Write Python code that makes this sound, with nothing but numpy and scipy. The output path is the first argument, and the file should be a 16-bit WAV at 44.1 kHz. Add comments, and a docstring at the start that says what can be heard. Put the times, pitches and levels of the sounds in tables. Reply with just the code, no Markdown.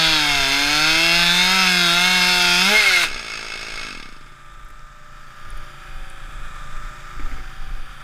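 """Chainsaw cutting a log

A two-stroke chainsaw labours through a log, breaks free with its bar ringing, drops to idle and is switched
off. Its firings blur into a buzz when fast and become separate pops when slow. A four-stroke engine idles
nearby. Air buffets the microphone the sawyer wears, a sleeve swishes, wood and chain snap, small things tick,
and the sawn-off slab knocks as it is picked up."""
import sys
import numpy as np
from scipy import signal
from scipy.fft import irfft
from scipy.io import wavfile
from scipy.ndimage import uniform_filter1d

SR = 44100
rng = np.random.default_rng(int(sys.argv[2]) if len(sys.argv) > 2 else 0)


def transcribe(signal):
    """Save signal, clipped to [-1, 1], as a 16-bit WAV file at the path in sys.argv[1]."""
    frames = np.atleast_2d(signal).T
    limited = np.clip(frames, -1, 1)
    pcm = np.round(limited * 32767).astype(np.int16)
    wavfile.write(sys.argv[1], SR, pcm)


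N = 354123
TIME = np.arange(N) / SR
FREQS = np.fft.rfftfreq(8192, 1 / SR)

# Tone curves. Each row: frequency in Hz, relative level in dB.
AIR_TONE = [(6, -23), (14, 12.5), (24, 1.5), (32, -3), (42, -6.5), (60, -25.5), (80, -40), (140, -67)]  # rumble of air on the microphone
MOTOR_EXHAUST_TONE = [(50, -22), (85, -14.5), (110, -7), (137, -0.5), (165, -12), (220, -14.5), (400, -37),
                      (1000, -69)]  # the four-stroke's soft beats
MOTOR_CASING_TONE = [(150, -25), (220, -1.5), (270, -4.5), (350, 1), (440, -9.5), (550, -3), (700, -3.5),
                     (1000, -29.5), (2000, -49)]  # the hum of its casing
MOTOR_CLATTER_TONE = [(350, -48), (600, -7), (702, -38), (786, -8), (932, -8), (1120, -4.5), (1210, 3.5),
                      (1560, 1.5), (1750, -2.5), (2030, -9), (2430, -6.5), (2700, -59), (3510, -56),
                      (5940, -120)]  # its valve clatter
MOTOR_HISS_TONE = [(1470, -28.5), (2500, -3.5), (2760, -9.5), (2970, -9.5), (3530, -2.5), (4190, -14.5),
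                   (4800, -10.5), (5130, -13), (5880, -13.5), (6480, -14.5), (9490, -21), (15000, -28)]  # its hiss
SAW_RATTLE_TONE = [(530, -41), (900, -3), (1040, -21), (1360, -4), (1640, 5), (1820, -6), (2200, 3),
                   (3030, -6), (3440, -7.5), (5260, -1), (5990, -20), (6500, -11), (7230, -23), (8230, -20),
                   (15000, -48)]  # the saw shaking at idle
CHAIN_IN_WOOD_TONE = [(590, -45), (1000, -14.5), (1150, -8), (1590, 1.5), (1860, -7), (2110, -2.5),
                      (2620, 0), (2970, -8), (3520, -1.5), (3940, -31.5), (5170, -3.5), (5730, -13.5),
                      (6410, -7.5), (7350, -22), (15000, -45)]  # the chain tearing wood
CHAIN_FREE_TONE = [(530, -33), (900, -20.5), (1170, -19), (1440, -4.5), (1820, -15), (2150, -4.5),
                   (2310, -10.5), (2600, -4.5), (2890, -14.5), (5140, -16), (5920, -22.5), (6350, -18),
                   (9820, -59), (15000, -47)]  # the chain running free
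OPEN_EXHAUST_TONE = [(150, -3), (210, 4.5), (330, 7), (430, 4.5), (520, 2.5), (640, 7), (860, 5.5),
                     (1100, -17), (1400, 4)]  # the saw's exhaust, clear of the log

# Modes, the pitches at which a thing rings. Each row: pitch in Hz, width in Hz, relative level in dB.
SLAB_MODES = [(278, 96, 6.5), (474, 110, -4), (950, 300, -11), (1500, 180, 0), (2140, 430, 0),
              (4000, 3600, -30)]  # the sawn-off wood
COVER_MODES = [(1335, 210, 0), (2184, 40, 7.5), (2597, 144, 2), (3500, 470, -6), (5200, 600, -9.5),
               (6490, 250, -9), (8340, 1900, -20)]  # the saw's clutch and cover
POP_MODES = [(150, 67, -4), (240, 34, 1.5), (340, 116, -5.5), (405, 85, 1), (490, 60, -5), (629, 60, 1),
             (730, 100, -5), (1320, 500, -16)]  # its muffler at idle
MUFFLER_MODES = [(184.6, 51, 11), (308.6, 89, 9.5), (463, 65, -2.5), (700, 94, 9), (881, 165, 8)]  # its muffler while cutting
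HOUSING_MODES = [(1381, 146, 0), (1619, 156, 0.5), (2160, 121, 5.5), (2526, 186, -1), (2670, 150, 1),
                 (3153, 137, -3), (3547, 430, 2), (3810, 120, 0), (4336, 270, 2), (5010, 560, -3),
                 (6410, 480, -13.5), (9000, 5000, -33.5)]  # its exhaust port and housing

# Gusts as the sawyer moves. Each row: middle in seconds, level in dB, half length in seconds.
AIR_GUSTS = [(0.12, -32, 0.07), (0.38, -28, .09), (1.001, -33, 0.47), (3.147, -29, .05),
             (5.546, -24.5, 0.091), (6.006, -23.5, 0.065), (6.417, -29, 0.23), (6.79, -26, .13),
             (7.296, -18.5, 0.12), (7.724, -23, 0.16)]
# Jolts of the microphone. Each row: start in seconds, level in dB, fade time in seconds.
MIC_JOLTS = [(5.462, -34.5, 0.025), (5.583, -41, 0.032), (5.96, -52, 0.05), (6.49, -44, 0.072),
             (7.222, -33, .035), (7.672, -42, 0.13)]
# Ticks and snaps: a sharp snap of wood or chain as the saw is shut, a chain slap as it stops, and small ticks.
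# Each row: start in seconds, peak in dB, pitch in Hz, width in Hz, fade time in seconds.
TICKS_AND_SNAPS = [(3.036, -11, 1300, 600, .005), (4.03, -25, 3200, 2200, .004),
                   (4.647, -49, 11500, 5000, .005), (4.686, -47, 9500, 9000, .007),
                   (4.703, -46, 10000, 9000, .006), (4.793, -46, 5100, 900, .004),
                   (5.398, -48, 9700, 2000, .002), (5.504, -32, 9600, 1500, .002),
                   (5.574, -40, 10800, 1800, .002), (6.1, -34, 8800, 1700, .002)]
# Knocks on the slab. Each row: start in seconds, relative strength in dB.
SLAB_KNOCKS = [(4.702, -33.5), (7.196, -22.5), (7.241, -31), (7.291, -29), (7.315, -26), (7.322, -36),
               (7.383, -28), (7.397, -30)]
# The four-stroke as the sawyer turns and walks.
# Each row: time in seconds, level in dB, how squarely he faces it from 0 to 1.
MOTOR_VIEW = [(4.3, -50.5, 0.25), (4.9, -51, 0.04), (5.5, -46, 0.1), (6.05, -45.5, 1), (6.6, -43.5, 0.25),
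              (6.95, -43.5, 0.5), (7.4, -44, 1), (7.8, -46, 0.9), (8.03, -45.5, 0.8)]
# Its gear whines. Each row: cycles per engine turn (rounded when used), relative level in dB,
# dB added when facing it.
GEAR_WHINES = [(20, -19.5, 1), (22, -12.5, -12), (28, -26, 16), (44, -1.5, -9), (48, -2, -6.5),
               (61, -14, -16), (65.6, -10.5, -4), (89.5, -23.5, 11)]
# The saw's speed with the throttle open. Each row: time in seconds, firings per second.
SAW_SPEED = [(0.0, 162.2), (0.09, 160), (0.21, 149.9), (0.32, 142.3), (0.45, 135.7), (0.58, 141),
             (0.87, 157.2), (1.05, 167.1), (1.22, 172.5), (1.3, 172.5), (1.55, 190), (1.61, 187.9),
             (1.9, 170.0), (2.07, 182.4), (2.55, 175.8), (2.6, 179.1), (2.65, 188.1), (2.72, 207.9),
             (2.78, 216.7), (2.95, 178.5), (3.01, 173.6), (3.05, 162.1)]

# The saw breaks through, the throttle shuts, the ignition goes off, the strokes end.
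BREAK_S, SHUT_S, OFF_S, STOP_S = 2.68, 3.042, 3.863, 4.42


def amp(db):
    """Turns decibels into a gain."""
    return 10 ** (np.asarray(db) / 20)


def unit(x):
    """Scales a sound to an average (rms) level of 1."""
    return x / np.sqrt(np.mean(abs(x) ** 2) + 1e-20)


def steady(x, size=4001):
    """Holds the level near 1, averaged over size samples."""
    return x / np.sqrt(abs(uniform_filter1d(x ** 2, size)) + 1e-9)


def curves(rows):
    """Joins each column of a table with straight lines in time."""
    times, *columns = np.transpose(rows)
    return [np.interp(TIME, times, column) for column in columns]


def between(start, end, fade):
    """Fades in from start and out by end, all in seconds."""
    return np.clip((TIME - start) / fade, 0, 1) * np.clip((end - TIME) / fade, 0, 1)


def swell(at, half_length):
    """A smooth bump of height 1."""
    return np.exp(-((TIME - at) / half_length) ** 2)


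def noise():
    """White noise at level 1."""
    return rng.standard_normal(N)


def drift(per_s):
    """A random wander of about 1 either way."""
    return 1.2 * np.interp(TIME * per_s, np.arange(4000), rng.standard_normal(4000))


def clicks(times, sizes):
    """Single clicks at the given moments."""
    return np.bincount(np.round(np.asarray(times) * SR).astype(int), sizes, N)[:N]


def fade_out(x, seconds):
    """Gives each click a fading tail."""
    return signal.lfilter([1], [1, -np.exp(-1 / (seconds * SR))], x + 1e-18)


def tone(points):
    """The gain at each frequency, from a tone curve."""
    hz, db = np.transpose(points)
    return amp(np.interp(np.log(FREQS + 1), np.log(hz), db))


def peaks(modes):
    """The gain at each frequency, from a list of modes."""
    gains = [amp(db) / (1 + ((FREQS - hz) / (0.64 * width)) ** 2) for hz, width, db in modes]
    return np.sqrt(sum(gain ** 2 for gain in gains))


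def body_response(gain):
    """Adds the delays (phases) that make a body ring only after it is struck."""
    log_gain = np.log(np.maximum(gain / gain.max(), 1e-5))
    mirrored = np.r_[log_gain, log_gain[-2:0:-1]]
    return np.exp(np.conj(signal.hilbert(mirrored)))[:len(FREQS)]


def colour(x, gain):
    """Passes a sound through a ringing body; white noise keeps its level."""
    ring = irfft(body_response(gain))
    return signal.oaconvolve(x, ring / np.linalg.norm(ring))[:len(x)]


def echoes(x, seconds, per_s):
    """Short echoes off ground and woodpile that change as the microphone moves."""
    tails = rng.standard_normal((3, 4096)) * np.exp(-TIME[:4096] / seconds)
    shares = [np.cos(np.pi * (per_s * TIME + k / len(tails))) for k in range(len(tails))]
    return unit(sum(share * signal.oaconvolve(x, tail)[:N] for share, tail in zip(shares, tails)))


def harmonics(turns, hz, gain, scatter, count):
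    """Multiples of the firing rate glide through a body's tone; shifting echoes make each waver."""
    size = int(3.2 * SR)  # long enough for the cut
    response, turn = body_response(gain), np.exp(2j * np.pi * turns[:size])
    out, wave, coarse_hz = np.zeros(size), np.ones(size, complex), hz[:size:32]
    for k in range(1, count + 1):
        wave = wave * turn
        echo = signal.resample(rng.standard_normal(16) + 1j * rng.standard_normal(16), len(coarse_hz))
        weight = np.interp(k * coarse_hz, FREQS, response) * (1 + scatter * echo)
        out += (np.interp(np.arange(size), np.arange(0, size, 32), weight) * wave).real
    return np.pad(out, (0, N - size))


def buffeting():
    """Air rumbles on the microphone, with gusts and dull jolts as the sawyer moves."""
    resting = amp(-39 + 2 * drift(per_s=9))
    gusts = sum(amp(db) * swell(at, half_length) for at, db, half_length in AIR_GUSTS)
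    jolts = sum(amp(db) * fade_out(clicks([at], [1.]), fade) for at, db, fade in MIC_JOLTS)
    thud_tone = tone([(15, 0), (45, 0), (80, 1), (150, -14), (350, -24.5), (1000, -58)])
    thuds = colour(noise() * jolts, thud_tone)
    rumble = steady(colour(noise(), tone(AIR_TONE)), size=9001)
    return np.hypot(resting, gusts) * rumble + thuds


def sleeve():
    """A sleeve brushes the jacket in one soft, high swish."""
    return amp(-64) * swell(at=5.8, half_length=0.19) * colour(noise(), peaks([(7200, 600, 0)]))


def ticks():
    """Tiny bursts of noise, each ringing around one bright pitch."""
    out = np.zeros(N)
    for start, db, hz, width, fade in TICKS_AND_SNAPS:
        burst = rng.standard_normal(4096) * np.exp(-TIME[:4096] / fade)
        tick = colour(burst, peaks([(hz, width, 0)]))
        out[int(start * SR):][:len(tick)] += amp(db) * tick / abs(tick).max()
    return out


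def slab():
    """Each blow, a click with a noisy tail, makes the wood ring dully."""
    times, db = np.transpose(SLAB_KNOCKS)
    blows = clicks(times, amp(db))
    return colour(3 * blows + 0.22 * fade_out(blows, 0.011) * noise(), peaks(SLAB_MODES))


def motor(turns_per_s=27.35):
    """A four-stroke idles: exhaust beats, valves clatter, gears whine, all shifting as the sawyer turns."""
    level_db, facing = curves(MOTOR_VIEW)
    turns = np.cumsum(turns_per_s * (1 + .0036 * drift(7))) / SR
    times = TIME[1:][np.diff(np.floor(turns)) > 0]
    beats = clicks(times, 1 + 0.05 * rng.standard_normal(len(times)))
    valves = unit(3 + np.exp(-(2 * turns % 1) / .25)) * amp(2 * drift(160))
    metal = steady(echoes(beats, seconds=0.03, per_s=0.692), size=601)  # echoes fill the gaps
    exhaust = amp(-6.5) * colour(unit(beats) + 0.55 * noise(), tone(MOTOR_EXHAUST_TONE))
    casing = amp(-14.5) * colour(1.08 * metal + .5 * noise(), tone(MOTOR_CASING_TONE))
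    whine = np.zeros(N)
    for cycles, db, facing_db in GEAR_WHINES:
        level = amp(db + facing_db * facing + 2 * drift(6))
        whine += level * np.sqrt(2) * np.sin(2 * np.pi * (round(cycles) * turns + rng.random()))
    clatter = amp(-0.5) * colour(0.92 * metal + 0.87 * noise() * valves, tone(MOTOR_CLATTER_TONE))
    rush = 0.71 * echoes(noise(), seconds=0.00076, per_s=0.483)
    hiss = amp(-4.5) * colour(rush + 0.5 * noise() * valves + 0.41 * metal, tone(MOTOR_HISS_TONE))
    return amp(level_db) * (exhaust + casing + whine + clatter + hiss)


def saw_idling(idle_hz=54.57, extra_hz=40, settle_s=.067, coast_s=.358):
    """Each stroke pops in the muffler and shakes chain and cover; switched off, they slow and weaken."""
    settling = np.exp(-np.maximum(TIME - SHUT_S, 0) / settle_s)
    coasting = np.exp(-np.maximum(TIME - OFF_S, 0) / coast_s)
    hz = (idle_hz + extra_hz * settling) * coasting * (1 + 0.0091 * drift(9))
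    turns = np.cumsum(hz) / SR
    turns -= np.interp(3.867, TIME, turns)  # one stroke falls just after switch-off
    times = TIME[1:][np.diff(np.floor(turns)) > 0]
    times = times[(times > SHUT_S) & (times < STOP_S)]
    octaves = np.log2(coasting)
    shake_db = -28.5 + 13 * octaves
    pop_db = 9 * np.interp(times, TIME, octaves)
    uneven = rng.standard_normal((len(times), 3))  # a two-stroke never burns the same charge twice
    uneven[times > OFF_S] = 0  # unfired strokes only pump air, so they are even
    timing_jitter, pop_jitter, shake_jitter = uneven.T

    strokes = clicks(times, amp(np.interp(times, TIME, shake_db) + 1.4 * shake_jitter))
    shake = 1.63 * uniform_filter1d(fade_out(strokes, 0.0055), 90)
    shake += 0.54 * amp(shake_db) * between(3.02, 4.7, 0.13)  # shaking goes on between strokes
    grit = noise() * amp(1.5 * drift(520)) * shake
    rattle = amp(-6.5) * colour(grit, tone(SAW_RATTLE_TONE))
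    cover = amp(-6.5) * colour(noise() * shake, peaks(COVER_MODES))

    gas = clicks(times + .00017 * timing_jitter, amp(pop_db + 2 * pop_jitter))
    dull = between(3.79, 9, 0.18)  # slow strokes ring only the muffler's low notes
    pops = amp(-15) * colour(gas * (1 - dull), peaks(POP_MODES))
    dull_pops = amp(-10.5) * colour(gas * dull, peaks([(247, 110, 3), (390, 270, -6)]))
    puff = amp(-25) * colour(noise() * shake, tone([(80, -20), (250, -3), (900, 0), (2000, -20)]))
    return rattle + cover + pops + dull_pops + puff


def saw_exhaust(turns, hz, blast, free):
    """Firings drone through the muffler with a rush of gas; the tone opens up once clear of the log."""
    in_log = harmonics(turns, hz, peaks(MUFFLER_MODES), scatter=0.29, count=8)
    clear = harmonics(turns, hz, tone(OPEN_EXHAUST_TONE), scatter=0.26, count=8)
    gas_tone = tone([(100, -8), (250, -6), (500, 6.5), (900, 10), (1300, 7), (2500, -4)])
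    return steady((1 - free) * in_log + free * clear) + amp(-8.5) * colour(noise() * blast, gas_tone)


def saw_rasp(turns, hz, blast, free, bog_hz=159):
    """Firings ring the housing while the chain tears wood, then runs free."""
    bogged = np.clip((bog_hz - hz) / 11.7, 0, 1)  # 1 when the cut drags the engine right down
    noisy_share = (1 - free) * (0.26 + 0.21 * bogged) + free * 0.68
    firings = steady(harmonics(turns, hz, peaks(HOUSING_MODES), scatter=0.91, count=72))
    firings *= 1 + 0.14 * drift(170)
    wood = colour(noise() * blast, tone(CHAIN_IN_WOOD_TONE))
    housing = colour(noise() * blast, peaks(HOUSING_MODES))
    tearing = np.sqrt(1 - free) * unit(wood + 0.73 * housing)
    flutter = noise() * blast * (1 + 0.074 * drift(220))
    chain = amp(1) * np.sqrt(free) * colour(flutter, tone(CHAIN_FREE_TONE))
    rasp = np.sqrt(1 - noisy_share) * firings + np.sqrt(noisy_share) * (tearing + chain)
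    return amp(-16 - 2.5 * bogged - 1.5 * free) * rasp


def chip_spray():
    """Flying chips hiss, growing louder as the cut deepens."""
    chips = noise() * amp(1.6 * drift(400))
    chip_tone = tone([(4000, -37), (7000, 1.5), (9500, 2.5), (11000, -5.5), (12000, -1),
                      (13000, -15), (14000, -8), (15300, -27)])
    return amp(-38.5 + 1.75 * TIME) * colour(chips, chip_tone)


def saw_cutting(cruise_hz=175, bar_hz=2142, shut_db_per_s=-370):
    """Exhaust, rasp and chips roar until the throttle shuts; the bar rings once it is free."""
    hz, = curves(SAW_SPEED)
    free = np.clip((TIME - BREAK_S) / 0.074, 0, 1)  # 0 in the log, 1 clear of it
    turns = np.cumsum(hz * (1 + 0.00398 * drift(18))) / SR  # the chain grabs and slips
    turns += .002 * drift(170)
    blast = unit(0.67 + np.exp(-(turns % 1) / 0.65))  # gas escapes once a turn
    blast *= 1 + 0.033 * drift(130)
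    surge = swell(at=2.735, half_length=0.039)  # as the bar breaks through
    exhaust_db = -26.5 + 5.5 * np.log2(hz / cruise_hz) - 6 * free + 9 * surge
    exhaust = amp(exhaust_db) * saw_exhaust(turns, hz, blast, free)
    roar = exhaust + saw_rasp(turns, hz, blast, free) + chip_spray()
    throttle = amp(shut_db_per_s * np.maximum(TIME - SHUT_S, 0))
    # the bar sings each time a harmonic sweeps past its pitch
    bar = harmonics(turns, hz, peaks([(bar_hz, 66, 0)]), scatter=0.061, count=15)
    return roar * throttle + amp(-10.5) * free * bar * between(2, 3.03, 0.05)


def scene():
    """All sources in the open air, in one channel."""
    return (saw_cutting() + saw_idling() + motor() + buffeting() + ticks() + slab() + sleeve())[None]


def record(dry):
    """Rounds off the tallest peaks, then cuts the treble above 15300 Hz."""
    rounded = dry / (1 + (dry / .85) ** 6) ** (1 / 6)
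    lowpass = signal.firwin(511, 15300, window=("kaiser", 9), fs=SR)
    return signal.oaconvolve(rounded, lowpass[None], "same")


dry = scene()
out = record(dry)
transcribe(out)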